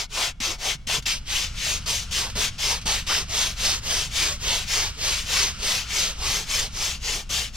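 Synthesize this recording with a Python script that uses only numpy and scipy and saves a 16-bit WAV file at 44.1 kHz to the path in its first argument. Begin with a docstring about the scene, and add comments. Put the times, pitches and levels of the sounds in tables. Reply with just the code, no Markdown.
"""A stiff hand brush scrubs a dry concrete stepping stone outdoors, swinging before two microphone ports.
For three seconds it often lands at speed: the handle knocks, bristles snap, tufts dig in and judder.
Then it stays down in even strokes: tips flick over the grit, loudest in mid-stroke, and bent bristles
creak in the turns. The hand bears down hardest near 5.7 s, then eases off.
Throughout, a faint ring fills the turns, over a low outdoor rumble."""
import sys
import numpy as np
from scipy import signal
from scipy.fft import rfft, irfft, next_fast_len
from scipy.io import wavfile
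from scipy.ndimage import uniform_filter1d, map_coordinates

SR = 44100
rng = np.random.default_rng(int(sys.argv[2]) if len(sys.argv) > 2 else 0)


def store_wav(level_fs):
    """Save 16-bit WAV to argv[1]."""
    pcm = np.round(np.clip(np.atleast_2d(level_fs), -1, 1) * 32767)
    wavfile.write(sys.argv[1], SR, pcm.T.astype(np.int16))


N = 333396
T = np.arange(N) / SR
TOP_HZ, FRAME_SAMPLES = 15850, 256

# Each row: start, fastest moment and end in seconds, level in dB, end position as left-port lag in us,
# landing (0 turns on the stone, 1 lands at full speed).
BRUSH_STROKES = [(-0.09, -0.001, 0.08, -26, 5, 0), (0.083, 0.241, 0.34, -22.5, -8, 0),
                 (0.401, 0.453, 0.59, -24, 0, 0.9), (0.567, 0.697, 0.78, -23.5, -13, 0),
                 (0.868, 0.944, 1.016, -22.5, -7, 1), (1.056, 1.069, 1.212, -22.5, 44, 1),
                 (1.239, 1.369, 1.515, -23.0, -29, 0), (1.516, 1.699, 1.81, -23.5, 23, 0),
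                 (1.858, 1.914, 2.074, -24, -17, 1), (2.108, 2.177, 2.322, -24.5, 44, 1),
                 (2.352, 2.429, 2.517, -22.5, -26, 1), (2.58, 2.688, 2.81, -23, 35, 1),
                 (2.854, 2.906, 3.05, -22, 18, 1), (3.065, 3.134, 3.26, -22.0, 39, 1),
                 (3.261, 3.39, 3.564, -22, 7, 0), (3.542, 3.674, 3.817, -22, 54, 0),
                 (3.802, 3.94, 4.115, -22.5, -7, 0), (4.086, 4.217, 4.387, -21.5, 56, 0),
                 (4.379, 4.512, 4.679, -22.5, -3, 0), (4.645, 4.756, 4.934, -21.5, 59, 0),
                 (4.95, 5.092, 5.278, -23, 0, 0), (5.226, 5.377, 5.54, -20, 45.5, 0),
                 (5.562, 5.7, 5.866, -22.5, -13, 0), (5.845, 6.002, 6.154, -22.5, 45, 0),
                 (6.152, 6.315, 6.476, -23, -15, 0), (6.44, 6.567, 6.704, -23, 30, 0),
                 (6.696, 6.861, 7, -24.5, -27, 0), (6.988, 7.114, 7.26, -25.5, -8, 0),
                 (7.291, 7.365, 7.522, -24.5, -25, 1), (7.516, 7.64, 7.66, -24, 4.5, 0)]
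# Bristles on stone. Each row: frequency in Hz, spectral density in dB.
HISS_SPECTRUM = [(200, -26.5), (700, -17.5), (1700, -8), (2150, -3), (3200, 1), (4000, -2), (5000, -1),
                 (6600, -1.5), (8200, -10), (9200, -10.5), (10800, -17.5), (12100, -15.5), (15500, -25.5)]


def arm():
    """Hand motion: rubbing gain, creak gain, position as port lag, swing from left (-) to right (+)."""
    # Each row: time in seconds, how firmly the hand bears down from 0 to 1.
    firmness = [(0, 0.02), (1.1, 0.52), (1.55, 0.9), (2.5, 0.82), (4.4, 0.79), (5.7, 1), (6.6, 0.8),
                (7.3, 0.55)]
    turning_exp, landing_exp = 1.82, 0.5  # swell: soft after a turn, abrupt on landing
    light_exp, firm_exp = 2.36, 1.23  # fade: slower under a firm hand
    light_creak_db, firm_creak_db, turn_s = -71, -38, 0.068
    landed_swing = 1.43
    rub_power, creak_power, lag_us, swing = np.zeros((4, N))
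    last_end, last_lag_us = -.1, 0
    for start, fastest, end, db, end_lag_us, landing in BRUSH_STROKES:
        firm = np.interp(end, *np.transpose(firmness))
        rise = turning_exp + landing * (landing_exp - turning_exp)
        fall = light_exp + firm * (firm_exp - light_exp)
        progress = np.interp(T, [start, fastest, end], [0, .5, 1])
        moving = (progress > 0) & (progress < 1)
        speed = np.sin(np.pi * progress[moving])
        rub_power[moving] += (amp(db) * speed ** np.where(progress[moving] < .5, rise, fall)) ** 2
        turning = np.abs(T - end) < .15
        creak_db = light_creak_db + firm * (firm_creak_db - light_creak_db)
        creak_power[turning] += amp(creak_db) ** 2 * np.exp(-((T[turning] - end) / turn_s) ** 2)
        # glide between turning points
        onward = T >= last_end
        travel = -np.cos(np.pi * np.minimum((T[onward] - last_end) / (end - last_end), 1))
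        shift_us = end_lag_us - last_lag_us
        lag_us[onward] = last_lag_us + shift_us * (1 + travel) / 2
        swing[onward] = np.sign(shift_us) * travel * (1 + landing * (landed_swing - 1))
        last_end, last_lag_us = end, end_lag_us
    return np.sqrt(rub_power), np.sqrt(creak_power), lag_us, uniform_filter1d(swing, size=900)


def hiss(rubbing, rightward, swing, swing_db=2, pivot_hz=3730, fizz_hz=6860, fizz_exp=0.057):
    """Tips hiss over the stone, brighter towards the right end of a stroke."""
    # Ringing on fast sweeps to the right. Each row: centre in Hz, width in Hz, level in dB.
    sing_bands = [(5150, 370, -8), (6900, 610, -12)]
    # Each row: time in seconds, treble over middle in dB.
    brightness = [(0.8, -2.5), (1.5, -1), (2.0, 2), (5.2, 0), (7.3, 2.5)]
    effort = rubbing / rubbing.max()
    tips = np.array([flicks(t60_s=0.039, flick_db=-10) for port in range(2)])
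    rush = stereo(tufts(tips, patchy_db=2.0), HISS_SPECTRUM)
    singing = resonances(rush, sing_bands)
    rush = unit(rush + rightward * effort ** 2 * singing)
    fizz = filtered(rush, lambda hz: 1 - 1 / (1 + (hz / fizz_hz) ** 8))
    rush += fizz * (effort ** fizz_exp - 1)  # slow bristles lose their fizz
    dull = filtered(rush, lambda hz: 1 / (1 + (hz / pivot_hz) ** 4))
    bright_db = over_time(brightness) + swing_db * swing
    return rubbing * (dull * amp(-bright_db / 2) + (rush - dull) * amp(bright_db / 2))


def flicks(t60_s, flick_db, count=9000, ring_samples=512):
    """Countless tips merge into a rush; some spring free and ring briefly, each at its own pitch."""
    start, pitch, phase = rng.random((3, count, 1))
    t = np.arange(ring_samples) / SR
    pings = np.sin(2 * np.pi * (pitch * TOP_HZ * t + phase)) * amp(-60 * t / t60_s)
    index = (start * N).astype(int) + np.arange(ring_samples)
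    ringing = np.bincount(index.ravel(), pings.ravel(), N)[:N]
    return rng.standard_normal(N) + amp(flick_db) * unit(ringing)


def tufts(pair, patchy_db, drift_db=0.94):
    """Tufts sing together briefly, lifting narrow bands; broad colour drifts as the brush tilts."""
    spectra = signal.stft(pair, nperseg=2 * FRAME_SAMPLES)[2]
    narrow, broad = rng.standard_normal((2, *spectra.shape[1:]))
    narrow = uniform_filter1d(uniform_filter1d(narrow, size=12, axis=1), size=8, axis=1)
    broad = uniform_filter1d(uniform_filter1d(broad, size=20, axis=1), size=9, axis=0)
    gain = amp(patchy_db * unit(narrow) + drift_db * unit(broad))
    return signal.istft(spectra * gain, nperseg=2 * FRAME_SAMPLES)[1][:, :N]


def scrape(rubbing, swing, base_db=-14.5, swing_db=4, drag_exp=0.97):
    """Bent shafts add a deeper scrape, stronger towards the right end of a stroke."""
    # Each row: frequency in Hz, spectral density in dB.
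    spectrum = [(120, -5.5), (280, -8.5), (400, 0), (600, -1), (800, -1.5), (1100, 1.5), (1500, -5.5),
                (2500, -8), (6000, -35)]
    # Each row: time in seconds, level offset in dB.
    trend = [(0.6, 1), (1.2, -6.5), (2.0, -3.5), (2.25, 2.5), (2.9, 1), (4.0, -0.5), (5.7, 0), (6.6, 2),
             (7.4, -0.5)]
    noise = stereo(tufts(rng.standard_normal((2, N)), patchy_db=3.5), spectrum)
    drag = rubbing.max() * (rubbing / rubbing.max()) ** drag_exp
    return amp(base_db + over_time(trend) + swing_db * swing) * drag * noise


def judders(sag=0.0896, faint_db=-16, faint_hz=3694, faint_s=0.09, faint_rough=0.0701):
    """Tufts dig in and judder at a sagging pitch: faintly in mid-stroke, now and then loudly."""
    # Each row: start in seconds, length in seconds, pitch in Hz, level in dB, relative pitch scatter.
    loud = [(0.135, 0.13, 1100, -32.5, .33), (0.179, 0.12, 3400, -31, 0.05),
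            (0.463, 0.067, 382, -38.5, 0.18), (0.623, 0.077, 747, -36.5, 0.19),
            (.68, .055, 3270, -26, 0.082), (0.691, 0.052, 2230, -33.5, 0.1), (0.887, 0.033, 1076, -32, 0.2),
            (0.884, 0.085, 2806, -31, 0.144), (0.922, 0.08, 466, -38, 0.11),
            (1.062, 0.1, 2445, -32.5, 0.086), (2.359, 0.076, 429, -38, 0.15),
            (2.917, 0.099, 2050, -37, 0.09), (3.088, 0.05, 1153, -25, .22),
            (3.09, 0.089, 1997, -31.5, 0.198), (5.965, 0.068, 5850, -29, 0.06)]
    pitches_hz = faint_hz * 2 ** rng.uniform(-.5, .5, len(BRUSH_STROKES))
    faint = [(max(start, fastest - faint_s / 2), faint_s, hz, db + faint_db, faint_rough)
             for (start, fastest, _, db, *_), hz in zip(BRUSH_STROKES, pitches_hz) if start > 0]
    out, t = np.zeros(N), np.arange(SR // 5) / SR
    for start_s, length_s, start_hz, db, rough in loud + faint:
        progress = np.clip(t / length_s, 0, 1)
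        # stick and slip scatter pitch and strength
        slip, force = uniform_filter1d(rng.standard_normal((2, len(t))), size=60)
        hz = start_hz * (1 - sag * progress) * (1 + rough * unit(slip))
        envelope = amp(db) * np.sin(np.pi * progress) * (1 + 0.45 * unit(force))
        add(out, start_s, envelope * np.sin(2 * np.pi * np.cumsum(hz) / SR))
    return out


def knocks(attack_s=0.0016, t60_s=0.043):
    """The hand-damped handle is jolted as the brush lands or lifts."""
    # Each row: start in seconds, level in dB, pitch in Hz.
    jolts = [(.403, -24, 230), (.752, -27, 140), (.872, -30.5, 230), (.983, -23.5, 147), (1.063, -35, 201),
             (2.105, -33, 139), (2.357, -23, 209), (2.856, -22.5, 200)]
    out, t = np.zeros(N), np.arange(SR // 5) / SR
    for start_s, db, hz in jolts:
        envelope = amp(db - 60 * t / t60_s) * (1 - np.exp(-t / attack_s))
        add(out, start_s, envelope * np.sin(2 * np.pi * hz * t))
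    return out


def snaps(t60_s=0.086):
    """Bristles strike the stone or snap free with a dry tick."""
    # Each row: start in seconds, level in dB.
    ticks = [(.403, -29), (.871, -28), (1.024, -38), (2.3, -32), (2.815, -36), (4.99, -41)]
    envelope, t = np.zeros(N), np.arange(SR // 10) / SR
    for start_s, db in ticks:
        add(envelope, start_s, amp(db - 60 * t / t60_s))
    return envelope * stereo(rng.standard_normal((2, N)), HISS_SPECTRUM)


def creak(gain):
    """Bent bristles creak while the hand turns round."""
    # Each row: frequency in Hz, spectral density in dB.
    spectrum = [(300, -17), (900, -12), (1350, 0.5), (1750, -7), (2500, -2), (2880, 1.5), (3600, -3.5),
                (5400, -1.5), (8000, -10.5), (15000, -31)]
    return gain * stereo(rng.standard_normal((2, N)), spectrum)


def ports(brush, lag_us):
    """Each port hears the brush with a delay and colour that follow its position."""
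    # Brush on the left, then on the right. Each row: frequency in Hz, left minus right port in dB.
    at_left = [(300, 1), (1300, 0), (2100, 6.5), (3200, 8), (4300, -0.5), (5300, -0.5), (6600, 6),
               (7500, 4.5), (8250, -3), (9200, 1), (11000, -2), (15000, -3)]
    at_right = [(300, -0.5), (1300, -2), (2400, 0.5), (3600, -1.5), (4800, 0.5), (6500, 6), (7500, -4.5),
                (8250, -7), (9300, 0.5), (11000, -6.5), (15000, -5.5)]
    # Each row: frequency in Hz, left-port lead in radians.
    lead = [(1500, 0.074), (3300, -0.37), (4700, 0.5), (5800, -0.37), (7000, -1.27), (7900, -1.1),
            (8600, 0.042), (9800, -0.14), (15000, 0.029)]
    hz, t, spectra = signal.stft(brush, SR, nperseg=FRAME_SAMPLES)
    frame_lag_us = np.interp(t, T, lag_us)
    right = np.clip((frame_lag_us + 15) / 55, 0, 1)
    balance_db = np.outer(over_hz(at_left, hz), 1 - right) + np.outer(over_hz(at_right, hz), right)
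    phase = over_hz(lead, hz)[:, None] - 2 * np.pi * np.outer(hz, frame_lag_us) * 1e-6
    left_gain = amp(balance_db / 2) * np.exp(.5j * phase)
    gains = np.array([left_gain, 1 / left_gain])
    gains /= np.sqrt(np.mean(np.abs(gains) ** 2, axis=0))
    return signal.istft(spectra * gains, SR, nperseg=FRAME_SAMPLES)[1][:, :N]


def yard(brush):
    """The surroundings reverberate, most briefly in the treble."""
    # Each row: frequency in Hz, T60 in seconds.
    decay = [(200, 0.22), (800, 0.42), (1400, 0.65), (3000, 0.098), (7000, 0.17), (12000, .08)]
    hz, t, spectra = signal.stft(rng.standard_normal((2, SR // 2)), SR, nperseg=FRAME_SAMPLES)
    fade = amp(-60 * t / over_hz(decay, hz)[:, None])
    return convolved(brush, signal.istft(spectra * fade, SR, nperseg=FRAME_SAMPLES)[1])


def ring(brush, t60_s=0.42):
    """Narrow resonances near the stone keep sounding between strokes."""
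    # Each row: centre in Hz, width in Hz, level in dB.
    bands = [(1365, 70, 1), (2230, 73, 0), (2870, 90, -6), (3370, 110, -5)]
    tail = resonances(rng.standard_normal((2, N)), bands) * amp(-60 * T / t60_s)
    return convolved(brush, tail[:, :SR])


def outdoors(rumble_offset_db=2.0, octave_offset_db=-4.5, drone_db=-40, drone_hz=30.17):
    """Low rumble with a wavering drone and its octave."""
    # Each row: frequency in Hz, spectral density in dB.
    spectrum = [(15, -2.5), (30, -1.5), (42, -3), (62, -3), (80, -6), (120, -9.5), (160, -14.5), (230, -20),
                (350, -36.5), (700, -37), (3000, -41.5), (7000, -49), (15000, -70)]
    # Each row: time in seconds, base level of rumble and octave in dB.
    trend = [(0.05, -46), (1.65, -38), (5.86, -38.5), (5.96, -42.5), (6.25, -38.5), (7.5, -40.5)]
    base_db = over_time(trend)
    rumble = amp(base_db + rumble_offset_db) * stereo(rng.standard_normal((2, N)), spectrum)
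    phase = 2 * np.pi * drone_hz * T + 0.75 * wobble(4)
    drone = amp(drone_db + 1.4 * wobble(5)) * np.sin(phase)
    octave = amp(base_db + octave_offset_db + 3.2 * wobble(9.1)) * np.sin(2 * phase + 1.2 * wobble(12))
    return rumble + drone + octave


def amp(db):
    """Decibels to gain."""
    return 10 ** (np.asarray(db) / 20)


def unit(x):
    """Scale to rms 1."""
    return x / np.sqrt(np.mean(x ** 2) + 1e-20)


def over_hz(points, hz):
    """Interpolate (Hz, value) points on a log axis."""
    knots_hz, values = np.transpose(points)
    return np.interp(np.log(hz + 1), np.log(knots_hz + 1), values)


def over_time(points):
    """Interpolate (seconds, value) points per sample."""
    return np.interp(T, *np.transpose(points))


def wobble(knots_per_s):
    """Smooth random curve."""
    return map_coordinates(rng.standard_normal(int(N * knots_per_s / SR) + 4), [T * knots_per_s])


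def filtered(x, response):
    """Apply a gain given as a function of Hz."""
    size = next_fast_len(N + 8192)
    return irfft(rfft(x, size) * response(np.fft.rfftfreq(size, 1 / SR)), size)[..., :N]


def resonances(x, bands):
    """Pass Gaussian bands."""
    return filtered(x, lambda hz: sum(amp(db) * np.exp(-((hz - centre_hz) / width_hz) ** 2)
                                      for centre_hz, width_hz, db in bands))


def convolved(x, tail):
    """Convolve with a stereo tail scaled to unit energy on the left."""
    return signal.fftconvolve(x, tail / np.linalg.norm(tail[0]), axes=1)[:, :N]


def stereo(pair, spectrum):
    """Two unrelated signals become a coloured, partly alike left and right of rms 1."""
    # Each row: frequency in Hz, left-right coherence from 0 to 1.
    coherence = [(25, 0.88), (70, 0.99), (1200, 0.9), (2300, 0.78), (5000, 0.77), (7200, 0.95),
                 (8300, 0.41), (9400, 0.72), (15000, .45)]

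    def mid_side_gains(hz):
        angle = np.arccos(over_hz(coherence, hz)) / 2
        return amp(over_hz(spectrum, hz)) * [np.cos(angle), np.sin(angle)]

    mid, side = filtered(pair, mid_side_gains)
    return unit(np.array([mid + side, mid - side]))


def add(track, start_s, sound):
    """Mix a sound into a track."""
    part = track[max(round(start_s * SR), 0):][:len(sound)]
    part += sound[:len(part)]


def scene():
    """The brush before the ports, its reverberation and ring, and the background."""
    rubbing, creaking, lag_us, swing = arm()
    rightward = np.gradient(lag_us) > 0
    bristles = hiss(rubbing, rightward, swing) + scrape(rubbing, swing)
    bristles *= amp(0.69 * wobble(60))  # the rough surface shakes both
    brush = ports(bristles + creak(creaking) + snaps() + knocks() + judders(), lag_us)
    return brush + amp(-31) * yard(brush) + amp(-31.5) * ring(brush) + outdoors()


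def record(dry):
    """Brick-wall low-pass at the microphone's band limit."""
    return filtered(dry, lambda hz: hz < TOP_HZ)


dry = scene()
out = record(dry)
store_wav(out)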